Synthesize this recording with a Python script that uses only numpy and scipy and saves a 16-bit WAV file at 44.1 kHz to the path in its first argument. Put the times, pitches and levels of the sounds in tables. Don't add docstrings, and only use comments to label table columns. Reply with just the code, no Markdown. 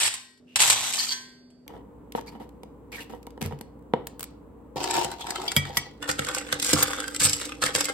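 import sys
import numpy as np
from scipy import signal
from scipy.fft import rfft, irfft, next_fast_len
from scipy.io import wavfile
from scipy.ndimage import map_coordinates

SR = 44100
rng = np.random.default_rng(int(sys.argv[2]) if len(sys.argv) > 2 else 0)


def dump_mix(stems):
    frames = np.atleast_2d(stems).T
    limited = np.clip(frames, -1, 1)
    pcm = np.round(limited * 32767).astype(np.int16)
    wavfile.write(sys.argv[1], SR, pcm)


N = 349713
TIME = np.arange(N) / SR

# f/Hz, density/dB per Hz
PANTRY_AIR = [(18, -53.5), (30, -19.5), (253, -7), (623, -18), (761, -24.5), (2870, -41.5), (8240, -44.5),
              (12000, -52), (22000, -120)]
KITCHEN_AIR = [(25, -56), (49, 0), (86, -2), (293, 2.5), (373, -6), (462, 2), (655, -14.5), (952, -9.5),
               (1580, -27.5), (2780, -36.5), (5200, -49.5), (7500, -42), (15000, -43.5)]
# f/Hz, level/dB
PANTRY_HUM = [(247.6, -54), (403.7, -66)]
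KITCHEN_HUM = [(59.2, -51.5), (290.7, -53.5), (468.3, -58.5)]
# f/Hz, likeness (0 to 1)
LIKENESS = [(100, 0.94), (400, 0.54), (1000, 0.48), (2200, 0.21), (3500, 0.046), (5500, 0.34), (7000, 0.57),
            (8000, 0.93), (15000, 1)]
# f/Hz, t60/s
WALL_DECAY = [(150, 0.52), (1000, 0.4), (5000, 0.36), (14000, 0.028)]
# from f/Hz, lead of the left/s
LEAD_ABOVE_BOWL = (4700, 0.000294)
LEAD_AT_COUNTER = (4250, -0.000258)
HUM_START, KITCHEN_START, CLOSE_START = 0.4, 1.665, 6.005
TOP_HZ, HEADROOM = 16100, 0.96

# t/s, level/dB, centre f/Hz
THUDS = [(3.422, -23, 191), (3.525, -27.5, 127), (3.454, -20, 83.4), (3.938, -28.5, 158),
         (5.566, -13.5, 129), (5.772, -28.5, 134), (6.745, -18, 178), (7.211, -29, 132), (7.247, -22, 80.7)]
# t/s, level/dB, centre f/Hz
BUMPS = [(4.759, -20.5, 348.5), (4.965, -23.5, 942), (5.046, -21.5, 764), (5.698, -26.5, 945),
         (5.866, -36, 940), (6.09, -19.5, 505), (6.192, -15, 492), (6.528, -22, 470), (6.733, -9.5, 291),
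         (7.637, -19.5, 490), (7.751, -20.5, 456)]
PASSED_DB, COUNTER_HZ = -10.5, 137.5
# f/Hz, width/Hz, level/dB
COUNTER_BODY = [(89.1, 8.3, -0.5), (142.4, 8.9, 0.5), (212.9, 34, -5.5)]
LOADED_BOWL_BODY = [(294.7, 28, 1.1), (510.5, 43, 6.7), (802.5, 16, 4.4)]
HELD_BOWL_BODY = [(361, 46, -2.5), (739, 77, -2), (922, 87, -2)]
CAN_BODY = [(218.4, 69, 0), (479, 48.4, 2), (760, 80, -5), (951, 78, -4.5), (1307, 100, -15.5),
            (1915, 190, -18), (2955, 78, -20)]

# t/s, length/s, f/Hz, level/dB
NARROW_SOUNDS = [(0.462, 0.15, 2736, -60.5), (2.172, .028, 918, -36), (2.264, 0.04, 4550, -52),
                 (2.265, .035, 2270, -54.5), (2.916, 0.053, 2280, -40), (2.967, .045, 1810, -43.5),
                 (2.999, 0.033, 2750, -45), (3.424, 0.037, 2140, -48.5), (5.199, 0.043, 3400, -40.5),
                 (5.344, 0.058, 3130, -45.5), (5.478, 0.0085, 4500, -30.5), (5.479, 0.033, 3420, -39.5),
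                  (7.224, 0.055, 8280, -21), (7.245, 0.074, 5230, -33)]
# t/s, level/dB
SHAKES = [(0.978, -28.5), (1.016, -33), (1.073, -34), (1.104, -31)]
# f/Hz, level/dB
SCOOP_MODES = [(4530, 1), (3270, -12.5)]
SHAKE_S = 0.041

# t/s, crack/dB, ring/dB, ring centre f/Hz, loss/dB per octave from it, share of free ring time
CLINKS = [(5.4789, -32, -12, 4200, 23.5, 1.1), (5.5645, -9, -4, 2740, 4, 1.4),
          (5.7706, -11, -6.5, 4480, 5, .55), (6.829, -14.5, -7.5, 12700, 24, 0.43)]
# f/Hz, level/dB, t60/s
CONTACT_MODES = [(1280, -14, 0.17), (1943, -8, 0.2), (2231, -10, 0.19), (2305, -8, 0.19), (2830, -8, .05),
                 (3133, 3, 0.045), (3300, -3, 0.05), (3666, -15, 0.09), (4610, -6, .05), (4760, -9, 0.06),
                 (5150, -12, 0.06), (5870, -10, .08), (7300, -13, .07), (8600, -13, 0.09),
                 (11440, -15, 0.07), (12240, -15, .06), (13140, -6, .08)]
# f/Hz, density/dB per Hz
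CRACK_COLOUR = [(200, -4.5), (800, 4.5), (3000, -7.5), (6000, -4), (9000, -0.5), (12500, 2), (16000, -14.5)]
SKID_S = 0.00076

# t/s, level/dB
TICKS = [(1.679, -27), (2.122, -26.5), (2.211, -33), (2.6333, -34), (3.2293, -38), (3.3058, -40),
         (3.268, -33), (2.492, -43), (3.4158, -19), (3.426, -20), (3.449, -31), (3.4608, -24),
         (3.5891, -38.5), (3.6115, -25)]
# t/s, level/dB, centre f/Hz
KNOCKS = [(2.15, -11, 697), (2.416, -33.5, 940), (2.633, -31.5, 457), (3.135, -28.5, 445),
          (3.271, -29.5, 1013), (3.377, -29.5, 232), (3.421, -26, 265), (3.523, -26.5, 900),
          (3.61, -28.5, 203), (3.9365, -5.5, 563)]
# t/s, level/dB
SMACKS = [(4.07, -20), (4.1947, -24.5), (4.207, -21), (4.2293, -19.5), (4.2403, -23.5)]
# t/s, push/s, wet crackle/dB, hollow/dB
SCRAPES = [(1.689, 0.091, -64.5, -43), (2.152, 0.022, -43.5, -35), (2.261, 0.033, -51.5, -45.5),
           (2.319, 0.039, -63, -41.5), (2.397, 0.0366, -55, -41.5), (2.917, 0.11, -44, -49),
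           (3.094, 0.058, -54, -41.5), (3.409, .05, -40.5, -33.5), (3.507, 0.026, -61, -37)]
# f/Hz, density/dB per Hz
TICK_COLOUR = [(710, -35.5), (1200, -12), (2150, -3.5), (5350, -8), (7250, -11.5), (12100, -8),
               (16000, -20)]
SMACK_COLOUR = [(500, -4), (2200, -3.5), (6000, -6.5), (8500, -1), (12000, -2.5), (16000, -3)]
SCRAPE_FALL_S = 0.14
ONSET_S = 0.0022

# t/s, gush/s, whole pour/s, level/dB
SCOOPS = [(0.0, 0.08, 0.08, -20), (0.589, 0.14, 0.47, -20.5)]
# t/s, level/dB
CLUMPS = [(0.0314, -11), (0.059, -23), (0.1396, -19), (0.25, -45.5), (0.375, -52), (0.558, -5),
          (0.6022, -3.5), (0.6183, -3.5), (0.634, -7.5), (0.676, -8), (0.699, -2), (0.728, -10),
          (0.9358, -13.5), (1.503, -53.5)]
# t/s, level/dB
WALL_HITS = [(0.1385, -34), (1.112, -21)]
# f/Hz, level/dB, t60/s
BOWL_MODES = [(1039, -10, 0.42), (1561, -14, 0.6), (1739, -15, 0.65), (1895, -13, 0.55), (2083, -16, 0.58),
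              (2272, -16, 0.58), (2870, -19, 0.4), (3128, -6, 0.26), (3370, -2, 0.2), (3549, -20, 0.6),
              (4301, -15, 0.8), (4662, -10, 0.3), (4714, -13, 1.0), (5120, -17, 0.33), (5530, -26, 0.9),
              (5782, -16, 0.27), (5965, -5, 0.26), (6202, -11, 0.19), (7047, -12, 0.27), (7569, -16, 0.27),
              (8075, -16, 0.22), (8549, -15, 0.24)]
# f/Hz, level/dB, t60/s
EMPTY_RING = (1890, -38, 0.73)
# f/Hz, density/dB per Hz
POUR_COLOUR = [(35, -55.5), (60, -24.5), (108, -10.5), (172, -26.5), (636, -12.5), (803, -6), (1470, -10),
               (2650, -1.5), (6430, -7.5), (8120, 1), (9790, -5.5), (16000, -30)]
RATTLE_COLOUR = [(1760, -26.5), (3000, -12.5), (4540, -4), (6760, 1), (8000, 0.5), (9870, -7),
                 (11400, -8.5), (14800, -17.5), (16000, -36.5)]
BOWL_FLOOR_COLOUR = [(35, -53.5), (107, -9.5), (220, -24), (643, -12.5), (808, -5.5), (1600, -10.5),
                     (4000, -3.5), (5200, -26.5), (8800, -120)]
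# from t/s, to t/s
RING_CUT = (0.4, 0.55)
RING_CUT_DB = -12
DRIBBLE_DB, GUSH_FALL_S, SETTLE_S = -9, 0.052, 0.44
HEAP_DB = -17
PING_DB, PING_S = -10, 0.029
RUNNING_RING_DB, SHIMMER_DB = -5, -18

# t/s, push/s, settling t60/s, crunch/dB, hollow/dB
DIGS = [(4.758, 0.21, 0.71, -31.5, -30.5), (5.24, .22, 0.46, -43.5, -42), (5.62, 0.14, 0.57, -46, -49)]
# t/s, push/s, settling t60/s, crunch/dB, clack/dB
STIRS = [(6.02, 0.01, 0.27, -40.5, -34), (6.075, 0.022, 0.2, -29, -29), (6.185, 0.02, 0.46, -38, -30.5),
         (6.25, .14, 0.28, -34.5, -32.5), (6.44, 0.12, 0.1, -46.5, -40.5), (6.615, 0.081, 0.33, -19.5, -34),
         (6.722, 0.039, 1, -24, -25), (6.98, 0.071, 0.077, -53, -37.5), (7.195, 0.045, 0.42, -14.5, -28),
         (7.39, 0.022, 0.43, -35.5, -34.5), (7.615, 0.041, 0.17, -23.5, -23),
         (7.749, 0.015, 0.5, -24, -24.5), (7.88, 0.016, 0.088, -40, -35)]
# t/s, level/dB, clack relative to it/dB
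SNAPS = [(4.841, -17, -3.5), (4.9101, -15.5, -9), (4.9408, -16, -6), (4.967, -19.5, 3.5),
         (5.0458, -15.5, -7), (5.1152, -25, -4), (5.2101, -28.5, -2), (5.269, -28, 5.5), (5.3061, -15, -13),
         (5.3582, -22.5, 6.5), (5.4171, -26, -1.5), (5.518, -17, -3.5), (5.653, -32.5, 5.5),
         (6.0266, -25, 4), (6.0915, -15.5, 0.5), (6.1137, -13.5, -8), (6.1925, -15.5, 2),
         (6.2478, -20.5, -16), (6.268, -24.5, -1.5), (6.287, -17, -1), (6.348, -13.5, -8.5),
         (6.383, -17, -5.5), (6.489, -35, 8.5), (6.5264, -11, 2.5), (6.541, -21.5, -32), (6.5987, -15, -29),
         (6.6264, -8.5, -30), (6.6464, -10.5, -28), (6.665, -15, -18.5), (6.7318, -5.5, -11),
         (6.735, -5, -16), (6.8265, -7, -9.5), (6.933, -22.5, 5), (7.0025, -18, -2.5), (7.0413, -28.5, 5.5),
         (7.0799, -21, -0.5), (7.1471, -19, -8), (7.1627, -16.5, -19), (7.203, -17.5, -18.5),
         (7.253, -12, -11.5), (7.295, -11.5, -26.5), (7.332, -9, -22), (7.3405, -18, -22),
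         (7.4153, -24, -1), (7.4539, -19.5, -19.5), (7.4927, -34, 11), (7.5205, -35.5, 12.5),
         (7.6263, -16.5, 3), (7.638, -11.5, -2), (7.663, -12, -5.5), (7.7505, -7.5, -8.5),
         (7.7596, -12, -8.5), (7.8078, -8.5, -4.5), (7.8441, -14, -19), (7.8545, -12, -18),
         (7.8897, -23, 0)]
# f/Hz, density/dB per Hz
DRY_CRUNCH_COLOUR = [(650, -50), (1100, -3), (1660, 5.5), (3450, 5), (4830, 2.5), (6500, -3), (8260, -6.5),
                     (10000, -14), (12000, -10), (16000, -21.5)]
CRUNCH_COLOUR = [(1290, -16), (2200, -6), (3900, -4.5), (5000, -0.5), (6000, -4), (7900, 1), (9170, -3),
                 (10500, -7.5), (13000, -14.5), (15500, -22.5), (16000, -27.5)]
CLACK_COLOUR = [(300, -63), (750, -9.5), (1350, 6.5), (2200, -6), (3500, 1.5), (7000, -33.5),
                (16000, -50.5)]
SURGES_PER_S = 45
SLIPS_PER_S, SLIP_DB, SLIP_CLACK_DB = 25, 2.5, -5
PELLET_RING_DB, PELLET_RING_S = -5, 0.02
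CLACK_RING_DB, CLACK_RING_S = -2.5, 0.0098


def amp(db):
    return 10 ** (np.asarray(db) / 20)


def unit(x):
    return x / np.sqrt(np.mean(x ** 2) + 1e-20)


def along(points, hz):
    f, v = np.transpose(points)
    return np.interp(np.log(hz + 1), np.log(f + 1), v)


def near(hz, centre_hz, slope_db):
    return -slope_db * min(abs(np.log2(hz / centre_hz)), 1.5)


def add(out, s, sound, db):
    part = out[:, max(round(s * SR), 0):][:, :sound.shape[1]]
    part += amp(db) * sound[:, :part.shape[1]] / np.abs(sound).max()


def through(x, response):
    response = np.atleast_2d(response)
    energy = np.sum(response ** 2) / len(response)
    return signal.oaconvolve(x, response / np.sqrt(energy), axes=1)[:, :N]


def colour(points, size=4096):
    cepstrum = irfft(np.log(amp(along(points, np.fft.rfftfreq(size, 1 / SR)))))
    cepstrum[1:size // 2] *= 2
    cepstrum[size // 2 + 1:] = 0
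    return irfft(np.exp(rfft(cepstrum)))


def body(peaks, size=16384):
    f = np.fft.rfftfreq(size, 1 / SR)
    response = 0
    for k, (hz, width, db) in enumerate(peaks):
        damping = 1j * f * width
        response = response + (-1) ** k * amp(db) * damping / (hz * hz - f * f + damping)
    return irfft(response)


def ring(modes, scatter_db=2, size=SR // 2):
    t = np.arange(size) / SR
    out = np.zeros((2, size))
    for hz, db, t60 in modes:
        strength = amp(db + scatter_db * rng.standard_normal((2, 1)))
        out += strength * amp(-60 * t / t60) * np.sin(2 * np.pi * (hz * t + rng.random((2, 1))))
    return out


def blows(s, db):
    return np.bincount(np.round(np.asarray(s) * SR).astype(int).clip(0, N - 1), amp(db), N)


def bursts(force, t60):
    power = signal.lfilter([1], [1, -np.exp(-2 * np.log(1000) / (t60 * SR))], force ** 2)
    return np.sqrt(np.abs(power)) * rng.standard_normal((2, N))


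def grains(rate, spread_db, t60):
    size = amp(spread_db * np.clip(rng.standard_normal(N), -2, 2))
    return unit(bursts(size * (rng.random(N) < rate / SR), t60))


def clatter(centre_hz, octaves, spread_db, t60, count, size=768):
    t = np.arange(size) / SR
    where = (rng.integers(0, N, (count, 1)) + np.arange(size)).ravel()
    pitch, level = np.clip(rng.standard_normal((2, count, 1)), -2, 2)
    fade = amp(spread_db * level - 60 * t / t60) * (1 - np.exp(-t * centre_hz))
    hz = centre_hz * 2 ** (octaves * pitch)
    waves = fade * np.sin(2 * np.pi * (hz * t + rng.random((2, count, 1))))
    return unit(np.array([np.bincount(where, w.ravel(), N)[:N] for w in waves]))


def stroke(s, hold, t60, build_db=0):
    t = TIME - s
    course_db = np.interp(t, [0, hold, hold + 2 * t60], [-build_db, 0, -120])
    return np.clip(t / ONSET_S, 0, 1) * amp(course_db)


def effort(rows, build_db):
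    gains = np.zeros((2, N))
    for s, push, t60, bright_db, dull_db in rows:
        gains += amp([[bright_db], [dull_db]]) * stroke(s, push, t60, build_db)
    return gains


def surge(depth_db):
    knots = rng.standard_normal(int(N * SURGES_PER_S / SR) + 4)
    return amp(depth_db * np.clip(map_coordinates(knots, [TIME * SURGES_PER_S]), -2, 2))


def struck(rows, peaks, slope_db, rough, t60):
    out, t = np.zeros((2, N)), np.arange(SR // 10) / SR
    for s, db, centre_hz in rows:
        modes = [(hz, width, level + near(hz, centre_hz, slope_db)) for hz, width, level in peaks]
        push = rough * amp(-60 * t / t60) * np.diff(rng.standard_normal((2, len(t) + 1)))
        push[:, 0] += 1
        mid, side = signal.fftconvolve(push, body(modes)[None], axes=1)
        side = signal.hilbert(side, 2 * len(side)).imag[:len(side)]
        add(out, s, np.array([mid, side]), db)
    return out


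def background(spectrum, level_db, lines, hum_db):
    def drift():
        return map_coordinates(rng.standard_normal(N // 4096 + 2), [np.arange(N) / 4096], order=1)

    air = amp(level_db) * through(rng.standard_normal((2, N)), colour(spectrum))
    for hz, db in lines:
        air[0] += amp(hum_db + db) * np.sin(2 * np.pi * hz * TIME + 0.11 * drift())
    return air


def room(x):
    hz, t, z = signal.stft(rng.standard_normal((2, SR // 2)), SR, nperseg=256)
    decay = amp(-60 * t / along(WALL_DECAY, hz)[:, None])
    tail = signal.istft(z * decay, SR, nperseg=256)[1]
    return through(x, np.pad(tail, ((0, 0), (SR // 250, 0))))


def thumps():
    bumps = struck(BUMPS, LOADED_BOWL_BODY, slope_db=15.5, rough=0.44, t60=0.0089)
    passed = [(s, db + PASSED_DB, COUNTER_HZ) for s, db, _ in BUMPS]
    counter = struck(THUDS + passed, COUNTER_BODY, slope_db=6.0, rough=0.061, t60=0.02)
    return amp(-1.0) * bumps + amp(-2) * counter


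def narrow_sounds():
    out = np.zeros((2, N))
    rasp = grains(rate=1300, spread_db=0.5, t60=0.011)
    shaken = [(s, SHAKE_S, hz, db + mode_db) for s, db in SHAKES for hz, mode_db in SCOOP_MODES]
    for s, length, hz, db in NARROW_SOUNDS + shaken:
        swell = np.sqrt(signal.windows.hann(round(length * SR)))
        grit = rasp[:, round(s * SR):][:, :len(swell)]
        band = signal.lfilter(*signal.iirpeak(hz, 16, SR), grit)
        band += amp(-26) * signal.lfilter(*signal.iirpeak(hz, 1.5, SR), grit)
        band += amp(-36) * signal.lfilter(*signal.iirpeak(2 * hz, 9, SR), grit)
        out[:, round(s * SR):][:, :len(swell)] += amp(db + 3) * swell * unit(band)
    return out


def clinks():
    out = np.zeros((2, N))
    for s, _, ring_db, centre_hz, slope_db, free in CLINKS:
        modes = [(hz, db + near(hz, centre_hz, slope_db), free * t60) for hz, db, t60 in CONTACT_MODES]
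        cluster = [(hz * (1 + 0.06 * rng.standard_normal()), db - 3.5, 0.14 * t60)
                   for hz, db, t60 in modes for _ in range(4)]
        clang = ring(modes + cluster, scatter_db=6.5)
        onset = 1 - np.exp(-TIME[:clang.shape[1]] / SKID_S)
        add(out, s, clang * onset, ring_db)
    s, crack_db = np.transpose(CLINKS)[:2]
    force = blows(s, crack_db)
    crack = bursts(force, t60=0.049)
    lead_in = bursts(force[::-1], t60=0.078)[:, ::-1]
    return out + through(amp(-6.5) * crack + amp(-27) * lead_in, colour(CRACK_COLOUR))


def can():
    scrapes = [(s, push, SCRAPE_FALL_S, wet_db, hollow_db) for s, push, wet_db, hollow_db in SCRAPES]
    wet, hollow = effort(scrapes, build_db=-1.5)
    crackle = amp(-5.5) * wet * grains(rate=910, spread_db=2, t60=0.007)
    pops = clatter(centre_hz=2760, octaves=0.83, spread_db=0, t60=0.0088, count=5000, size=384)
    squelch = amp(-12.5) * wet * pops
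    ticks = amp(-7.5) * bursts(blows(*np.transpose(TICKS)), t60=0.014)
    smacks = amp(-4.5) * through(bursts(blows(*np.transpose(SMACKS)), t60=0.019), colour(SMACK_COLOUR))
    sticking = hollow * grains(rate=600, spread_db=6.5, t60=0.036)
    scrape = amp(-3.0) * through(sticking, body(CAN_BODY))
    scrape += amp(-24.5) * through(sticking, colour(CLACK_COLOUR))
    knocks = amp(2.0) * struck(KNOCKS, CAN_BODY, slope_db=3.5, rough=0.21, t60=0.0042)
    s, db, _ = np.transpose(KNOCKS)
    hard_edge = bursts(blows(s, db), t60=0.014)
    knocks += amp(-21) * through(hard_edge, colour(CLACK_COLOUR))
    return through(crackle + ticks, colour(TICK_COLOUR)) + squelch + smacks + scrape + knocks


def pour():
    first, second = [amp(db) * np.maximum(stroke(s, gush, GUSH_FALL_S),
                                          amp(DRIBBLE_DB) * stroke(s, whole, SETTLE_S))
                     for s, gush, whole, db in SCOOPS]
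    s, _, whole, db = SCOOPS[1]
    heap = np.clip((TIME - s) / whole, 0, 1) ** 1.3
    floor = amp(db + HEAP_DB * heap) * stroke(s, whole, t60=0.65)

    clumps = amp(-8.0) * bursts(blows(*np.transpose(CLUMPS)), t60=0.073)
    gush = amp(-3.0) * first * grains(rate=2200, spread_db=-1.5, t60=0.003)
    hail = through(gush + clumps, colour(POUR_COLOUR))
    pellets = grains(rate=970, spread_db=-0.5, t60=0.00364)
    hail += amp(-2.5) * through(second * pellets, colour(RATTLE_COLOUR))
    hail += amp(-5.5) * through(floor * pellets[::-1], colour(BOWL_FLOOR_COLOUR))
    pings = clatter(centre_hz=3188, octaves=.8, spread_db=3, t60=PING_S, count=2200, size=1024)
    hail += amp(PING_DB) * (first + second) * pings

    wall_db = RUNNING_RING_DB + np.interp(TIME, [.2, .9, 1.13], [-15, -11, -3])
    shimmer = [(hz, 0, .36) for hz in rng.uniform(1000, 9000, size=70)]
    out = hail + through(hail * amp(wall_db), ring(BOWL_MODES))
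    out += amp(SHIMMER_DB) * through(hail, ring(shimmer))
    for s, db in WALL_HITS:
        add(out, s, ring(BOWL_MODES, scatter_db=-1, size=SR), db)
    hz, db, t60 = EMPTY_RING
    add(out, CLUMPS[0][0], ring([(hz, 0, t60)]), db)
    ring_cut = amp(RING_CUT_DB * ((TIME > RING_CUT[0]) & (TIME < RING_CUT[1])))
    return out * ring_cut * (TIME < KITCHEN_START)


def in_bowl(x, count=14, size=8192):
    out = amp(-2) * x
    for start in range(0, N, size // 2):
        pitches = np.exp(rng.uniform(np.log(1200), np.log(9000), size=count))
        wall = ring([(hz, 0, .04) for hz in pitches], size=size // 2)
        piece = x[:, start:start + size]
        faded = piece * signal.windows.hann(size)[:piece.shape[1]]
        answer = signal.fftconvolve(faded, wall / np.linalg.norm(wall[0]), axes=1)
        out[:, start:start + answer.shape[1]] += amp(-9.5) * answer[:, :N - start]
    return out


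def snap(force, clack_force):
    def release(push):
        lead_in = bursts(push[::-1], t60=0.047)[:, ::-1]
        return bursts(push, t60=0.022) + amp(-13) * lead_in

    bright = amp(-2.0) * through(release(force), colour(CRUNCH_COLOUR))
    return bright + amp(-4.0) * through(release(clack_force), colour(CLACK_COLOUR))


def slips(pressure):
    force = amp(SLIP_DB) * pressure * (rng.random(N) < SLIPS_PER_S / SR)
    return snap(force, amp(SLIP_CLACK_DB) * force)


def dig():
    crunch, hollow = effort(DIGS, build_db=6.0)
    grinding = surge(depth_db=2.5) * grains(rate=700, spread_db=3.0, t60=0.005)
    out = amp(-0.5) * through(crunch * grinding, colour(DRY_CRUNCH_COLOUR))
    out += amp(5.5) * through(hollow * grinding, body(HELD_BOWL_BODY))
    return out + amp(6) * slips(crunch)


def snaps(count=10):
    s, db, clack_db = np.transpose(SNAPS)
    out = amp(-2.5) * snap(blows(s, db), blows(s, db + clack_db))
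    for when, level_db, dull_db in SNAPS:
        pitches = np.minimum(rng.uniform(2498, 11500, size=count), TOP_HZ)
        bright = [(hz, 0, PELLET_RING_S) for hz in pitches]
        add(out, when, ring(bright, scatter_db=2.5, size=4096), level_db + PELLET_RING_DB)
        dull = [(hz, 0, CLACK_RING_S) for hz in rng.uniform(1000, 2460, size=count // 2)]
        add(out, when, ring(dull, size=2048), level_db + dull_db + CLACK_RING_DB)
    return out


def stir():
    crunch, clack = effort(STIRS, build_db=7.5) * surge(depth_db=2.0)
    clacks = clatter(centre_hz=1676, octaves=0.44, spread_db=1.5, t60=0.0032, count=1400)
    contacts = clack * grains(rate=150, spread_db=3.5, t60=0.004)
    drumming = amp(-7.0) * through(contacts, body(LOADED_BOWL_BODY))
    drumming += amp(-6.5) * through(contacts, colour(CLACK_COLOUR))
    crunching = crunch * grains(rate=970, spread_db=3.5, t60=0.0037)
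    out = amp(-4.5) * through(crunching, colour(CRUNCH_COLOUR))
    return out + amp(-7.0) * clack * clacks + drumming + slips(crunch)


def microphones(pair, from_hz, lead_s):
    m = next_fast_len(N + SR // 4)
    hz = np.fft.rfftfreq(m, 1 / SR)
    turn = np.arccos(np.clip(along(LIKENESS, hz), -1, 1)) / 2
    mid, side = rfft(pair, m) * [np.cos(turn), np.sin(turn)]
    twist = np.exp(1j * np.pi * lead_s * np.maximum(hz - from_hz, 0))
    return irfft(np.array([(mid + side) * twist, (mid - side) / twist]), m)[:, :N]


def scene():
    pantry = background(PANTRY_AIR, -59.0, PANTRY_HUM, hum_db=1.5)
    pantry *= np.where(TIME < HUM_START, amp(-8.5), 1)
    kitchen = background(KITCHEN_AIR, -49.0, KITCHEN_HUM, hum_db=-1.0)
    kitchen += amp(-12.0) * (TIME > CLOSE_START) * through(kitchen, body(LOADED_BOWL_BODY))
    food = thumps() + narrow_sounds() + clinks() + can() + pour() + in_bowl(dig() + snaps() + stir())
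    air = food + amp(-14.5) * room(food) + np.where(TIME < KITCHEN_START, pantry, kitchen)
    at_counter = (TIME > KITCHEN_START) & (TIME < CLOSE_START)
    both = np.where(at_counter, microphones(air, *LEAD_AT_COUNTER), microphones(air, *LEAD_ABOVE_BOWL))
    lean_db = np.interp(TIME, [4.6, 4.8, 5.6, 5.9, 6.0], [0, 1.3, 1.5, 0.5, -1.0])
    return both * amp(np.array([lean_db, -lean_db]) / 2)


def record(dry):
    rounded = dry / (1 + (dry / HEADROOM) ** 4) ** .25
    m = next_fast_len(N + SR // 4)
    return irfft(rfft(rounded, m) * (np.fft.rfftfreq(m, 1 / SR) < TOP_HZ), m)[:, :N]


dry = scene()
out = record(dry)
dump_mix(out)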